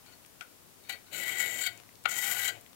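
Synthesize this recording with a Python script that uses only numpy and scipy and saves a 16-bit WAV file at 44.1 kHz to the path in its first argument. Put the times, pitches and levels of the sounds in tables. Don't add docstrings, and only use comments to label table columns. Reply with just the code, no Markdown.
import sys
import numpy as np
from scipy import signal
from scipy.fft import rfft, irfft
from scipy.io import wavfile

SR = 44100
rng = np.random.default_rng(int(sys.argv[2]) if len(sys.argv) > 2 else 0)


def store_wav(level_fs):
    pcm = np.round(np.clip(np.atleast_2d(level_fs), -1, 1) * 32767)
    wavfile.write(sys.argv[1], SR, pcm.T.astype(np.int16))


N = 121275
TIME = np.arange(N) / SR

# t/s, slab ring level/dB, blade ring level/dB, grit hiss level/dB
FIRST_BRUSH = [(0.058, -89, -80, -85), (0.064, -57, -66, -82), (0.10, -72, -82, -86),
               (0.13, -53.5, -64, -80), (0.155, -90, -80, -85)]
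SHORT_STROKE = [(0.82, -68, -82, -85), (0.85, -64, -78, -84), (0.884, -57.5, -77, -76),
                (0.896, -32, -53, -43), (0.916, -42, -74, -59), (0.928, -38.5, -60, -49.5),
                (0.948, -52, -73, -74), (0.968, -55, -79, -80), (0.995, -70, -83, -82)]
SECOND_BRUSH = [(1.055, -69, -80, -85), (1.065, -61, -79, -83), (1.09, -61.5, -82, -82),
                (1.112, -63, -78, -84)]
FIRST_PASS = [(1.112, -61, -77, -70), (1.132, -36, -48.5, -46.5), (1.16, -40, -49, -45),
              (1.24, -37, -48, -48), (1.244, -41.5, -58, -53), (1.288, -33, -44.5, -42),
              (1.362, -39, -52.5, -52.5), (1.402, -31, -33, -41), (1.446, -34, -48.5, -44.5),
              (1.502, -42, -44, -48.5), (1.598, -40.5, -43.5, -47), (1.626, -31.5, -35, -41.5),
              (1.652, -35.5, -47, -49.5), (1.67, -31, -42, -39), (1.7, -50, -71, -73)]
SECOND_PASS = [(2.078, -53, -76, -58), (2.096, -40, -39.5, -45.5), (2.16, -37, -42.5, -45),
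               (2.182, -37, -38.5, -38), (2.204, -41, -48, -43), (2.23, -33, -45, -38.5),
               (2.326, -33, -58, -36.5), (2.348, -34.5, -51, -40.5), (2.424, -34, -46, -40),
               (2.474, -34, -42, -42), (2.48, -25.5, -35, -40.5), (2.492, -31.5, -39, -40),
               (2.51, -48, -85, -79)]
# stroke table, start place on the edge (0-1), end place (0-1),
# coarse grating level/dB, crunch level/dB against the hiss, blade f/Hz, blade resonance width f/Hz
STROKES = [(FIRST_BRUSH, 0, 0, -24, 2, 6900, 570), (SHORT_STROKE, 0.012, 0.23, -7, -12, 6300, 1000),
           (SECOND_BRUSH, 0.017, 0.027, -10, -8, 7000, 1000), (FIRST_PASS, 0.036, 1, -3.6, -15, 7330, 690),
           (SECOND_PASS, 0.25, 0.98, -2.9, -14, 7140, 1340)]
RING_DB, BLADE_DB, HISS_DB = 3.5, 5.5, 8
SPEED_UP = 1.09

GRAINS_PER_S, GRAIN_SPREAD_DB = 14000, 1.5
CHATTER_PER_S, CHATTER_DB = 124, 2
CHIPS_PER_S, CHIP_SIZE, CHIP_S = 80, 0.8, 0.0005
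CRUNCH_HZ, CRUNCH_WIDTH_HZ = 5530, 1500

# f/Hz, width f/Hz, mid-edge level/dB, extra near-corner level/dB, extra far-corner level/dB
SLAB_MODES = [(699.6, 4.24, -13, 11.5, 6.5), (796, 27.5, -14.5, -18, -3.5), (1469, 29.8, -9, 14.5, 14),
              (1592, 37, -18.5, 5, 15), (1955.5, 22.6, 2, -4.5, -7), (2213, 58, -5, 4, 6),
              (2318, 210, -16, 5.5, -16), (2967, 40, -14, 9, 4), (3205, 54, -8.5, -32, 6.5),
              (3260, 90, -16.5, -8, 1), (3714, 59, -15.5, 12.5, 16.5), (4007, 95, -22, 19.5, 11.5),
              (4410, 30, -16, 21.5, 20), (4704, 43, -18.5, -15, 14)]
CORNER_SHARPNESS = 7.4
MODE_WANDER_PER_S, MODE_WANDER_DB = 2.1, 2.5

# t/s, clack level/dB, crumbling fade t/s, ring level/dB, place on the edge (0-1)
KNOCKS = [(0.409, -33, 0.0073, -39.5, 0), (0.895, -58, 0.002, -20, 0.5), (1.669, -37, 0.0083, -31, 0.76),
          (2.047, -38.5, 0.012, -50, 0.1), (2.0551, -17, .002, -10.5, 0.11), (2.058, -11, 0.0022, -15, 0.7),
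          (2.477, -36, 0.0019, -40, 0.8), (2.488, -46, 0.0035, -22, 0.7)]
KNOCK_SNAP = 0.88
KNOCK_SOFT_HZ = 2150

# start t/s, end t/s, level/dB
RUBS = [(0.034, 0.14, -59), (0.87, 0.98, -53.5), (1.107, 1.64, -45.5), (1.638, 1.828, -57),
        (2.065, 2.596, -49)]
RUB_FADE_S = 0.022
# t/s, level/dB of the touch, f/Hz, width f/Hz
TICKS = [(0.062, -45, 2500, 4440), (0.249, -46, 1640, 1500), (0.262, -41, 8800, 4000),
         (0.411, -37.5, 5900, 3000), (0.426, -44, 8000, 5000), (1.776, -40, 7160, 2000),
         (1.8001, -38.5, 1670, 2200), (1.835, -42.5, 1380, 1200), (1.891, -41, 2050, 780),
         (1.955, -42, 4900, 2000), (2.039, -42, 7550, 4000), (2.611, -39.5, 11500, 7000),
         (2.663, -43, 1870, 1200), (2.731, -41.5, 2450, 5070)]
TICK_S, TICK_SNAP = 0.0014, 2.5

# f/Hz, level/dB (per Hz)
GRATING_TONE = [(500, -26), (1050, -22.5), (1450, -7.5), (1750, -1), (2300, -1), (2750, -2), (3150, 7),
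                (3500, -15.5), (4300, -4.5), (5200, -15), (9000, -11.5)]
GRIT_TONE = [(1500, -25), (4000, -27), (5000, -24), (5900, -3), (7000, 11.5), (8700, 8), (10200, 1.5),
             (11300, 9.5), (12500, 10.5), (14000, 7), (15800, 4)]
KNOCK_TONE = [(50, -50), (150, -39), (400, -25), (750, -4), (1020, -22), (1430, 5), (1700, -12),
              (2050, 3.5), (2500, -4), (3200, -8), (4100, -13), (5500, -30), (7000, -23), (8500, -31),
              (15000, -38)]
RUBBING_TONE = [(50, -17), (120, -2), (300, 0), (750, 2), (1100, -13.5), (2500, 0.5), (8000, -32.5)]
RUMBLE_TONE = [(20, -24), (45, -11), (70, -14.5), (92, 2), (125, -8), (165, -5), (260, -4), (500, -8),
               (1000, -12.5), (2000, -18.5), (6000, -38), (16000, -32)]
# f/Hz, level/dB
ROOM_TONE = [(100, -0.5), (1000, 5.5), (4500, -0.5), (7000, 0), (15000, -1)]

ROOM_T60_S, ROOM_DB = 0.32, -16
BENCH_T60_S, BENCH_DB = 0.093, -13.5
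REFLECTION_DELAY_S = 0.0088
# t/s, level/dB
HUM_LEVEL = [(0, -66), (1.0, -84), (1.8, -64), (2.15, -66), (2.35, -61), (2.62, -59), (2.75, -78)]
HUM_HZ, HUM_WIDTH_HZ = 114.5, 12.3
RUMBLE_DB, LEFT_HISS_DB, RIGHT_HISS_DB = -58.5, -56, -59
RIGHT_LEAK_DB = -73
CUTOFF_HZ = 15800


def scraping():
    chatter = chattering()
    grating = colour(grains(chatter), GRATING_TONE)
    hiss = colour(grains(chatter), GRIT_TONE)
    crunch = narrow(grains(chatter), CRUNCH_HZ, CRUNCH_WIDTH_HZ)
    blade_grains = grains(chatter)
    out, force, place = 0, 0, 0
    for curve, start, end, grate_db, crunch_db, blade_hz, blade_width in STROKES:
        s, *levels = np.transpose(curve)
        touching = (TIME >= s[0]) & (TIME < s[-1])
        push, bite, dust = [touching * from_db(np.interp(TIME, s, db)) for db in levels]
        travelled = np.interp(TIME, [s[0], s[-1]], [0, 1]) ** SPEED_UP
        place = np.where(touching, start + (end - start) * travelled, place)
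        force = force + push
        blade = narrow(blade_grains, blade_hz, blade_width)
        grit = hiss + from_db(crunch_db) * crunch
        out = out + from_db(BLADE_DB) * bite * blade
        out = out + from_db(HISS_DB) * dust * grit
        out = out + from_db(grate_db) * push * grating
    return out + from_db(RING_DB) * slab(force * grains(chatter), place)


def chattering():
    chips = (rng.random(N) < CHIPS_PER_S / SR) * np.minimum(rng.exponential(1, N), 2)
    fade = np.exp(-1 / (CHIP_S * SR))
    jumps = signal.lfilter([1], [1, -fade], chips + 1e-18)
    return from_db(CHATTER_DB * drift(CHATTER_PER_S)) * (1 + CHIP_SIZE * jumps)


def grains(chatter):
    sizes = from_db(GRAIN_SPREAD_DB * np.minimum(rng.exponential(1, N), 5))
    signs = rng.choice([-1, 1], N)
    breaking = rng.random(N) < GRAINS_PER_S / SR
    return rms_one(sizes * signs * breaking * chatter)


def slab(force, place):
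    place = np.clip(place, 0, 1)
    near, far = (1 - place) ** CORNER_SHARPNESS, place ** CORNER_SHARPNESS
    gains = [from_db(db + near_db * near + far_db * far) for _, _, db, near_db, far_db in SLAB_MODES]
    power = sum(gain ** 2 * np.pi * mode[1] / SR for gain, mode in zip(gains, SLAB_MODES))
    force = force / np.sqrt(power)
    out = 0
    for k, (gain, (hz, width, *_)) in enumerate(zip(gains, SLAB_MODES)):
        wander = from_db(MODE_WANDER_DB * drift(MODE_WANDER_PER_S))
        out = out + resonate(force * gain * wander, hz, width) * (-1) ** k
    return out


def knocks():
    clack, force, places = 0, 0, 0
    for s, db, crumble_s, ring_db, place in KNOCKS:
        blow = burst(s, crumble_s)
        blow[int(s * SR)] += KNOCK_SNAP
        clack = clack + from_db(db) * blow
        force = force + from_db(ring_db) * burst(s, crumble_s)
        places = np.where(TIME >= s, place, places)
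    soften = signal.butter(2, KNOCK_SOFT_HZ, fs=SR, output="sos")
    force = signal.sosfilt(soften, force)
    return colour(clack, KNOCK_TONE) + slab(force, places)


def rubbing():
    level = 0
    for start, end, db in RUBS:
        fade = np.clip(np.minimum(TIME - start, end - TIME) / RUB_FADE_S, 0, 1)
        level = level + from_db(db) * fade
    return level * colour(rng.standard_normal(N), RUBBING_TONE)


def ticks():
    out = 0
    for s, db, hz, width in TICKS:
        touch = burst(s, TICK_S)
        touch[int(s * SR)] += TICK_SNAP
        width_gain = np.sqrt(SR / np.pi / width)
        out = out + from_db(db) * width_gain * resonate(touch, hz, width)
    return out


def reflections(x, t60):
    tail = rng.standard_normal(N) * from_db(-60 * TIME / t60) * (TIME > REFLECTION_DELAY_S)
    return signal.fftconvolve(x, tail / np.linalg.norm(tail))[:N]


def hum():
    level = from_db(np.interp(TIME, *np.transpose(HUM_LEVEL)))
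    return level * narrow(rng.standard_normal(N), HUM_HZ, HUM_WIDTH_HZ)


def rumble():
    return from_db(RUMBLE_DB) * colour(rng.standard_normal(N), RUMBLE_TONE)


def background_hiss():
    return from_db([[LEFT_HISS_DB], [RIGHT_HISS_DB]]) * rng.standard_normal((2, N))


def from_db(db):
    return 10 ** (np.asarray(db) / 20)


def rms_one(x):
    return x / np.sqrt(np.mean(x ** 2) + 1e-20)


def drift(rate):
    r = np.exp(-40 * np.pi * rate / SR)
    noise = rng.standard_normal(N // 20 + 2002)
    slow = signal.lfilter([1], [1, -2 * r, r * r], noise)[2000:]
    return np.interp(np.arange(N) / 20, np.arange(len(slow)), rms_one(slow))


def burst(s, decay_s):
    return rng.standard_normal(N) * (TIME >= s) * np.exp(-np.abs(TIME - s) / decay_s)


def resonate(x, hz, width_hz):
    r = np.exp(-np.pi * width_hz / SR)
    top = np.array([1, 0, -1]) * (1 - r * r) / 2
    bottom = [1, -(1 + r * r) * np.cos(2 * np.pi * hz / SR), r * r]
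    return signal.lfilter(top, bottom, x + 1e-18)


def narrow(x, hz, width_hz):
    each_width = np.sqrt(2) * width_hz
    return rms_one(resonate(resonate(x, hz, each_width), hz, each_width))


def colour(x, spectrum, size=4096):
    hz, db = np.transpose(spectrum)
    bins_hz = np.arange(size // 2 + 1) * SR / size
    gain = from_db(np.interp(np.log(bins_hz + 1), np.log(hz), db))
    cepstrum = irfft(np.log(gain))[:size // 2]
    response = irfft(np.exp(2 * rfft(cepstrum, size)))
    return signal.fftconvolve(x, response / np.linalg.norm(response))[:N]


def scene():
    work = scraping() + knocks() + rubbing() + ticks()
    far = from_db(ROOM_DB) * reflections(work, ROOM_T60_S)
    close = from_db(BENCH_DB) * reflections(work, BENCH_T60_S)
    room = colour(far + close, ROOM_TONE)
    left = work + room + hum() + rumble()
    return np.array([left, from_db(RIGHT_LEAK_DB) * left]) + background_hiss()


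def record(dry):
    cut = signal.ellip(12, 0.1, 70, CUTOFF_HZ, fs=SR, output="sos")
    return signal.sosfilt(cut, dry)


dry = scene()
out = record(dry)
store_wav(out)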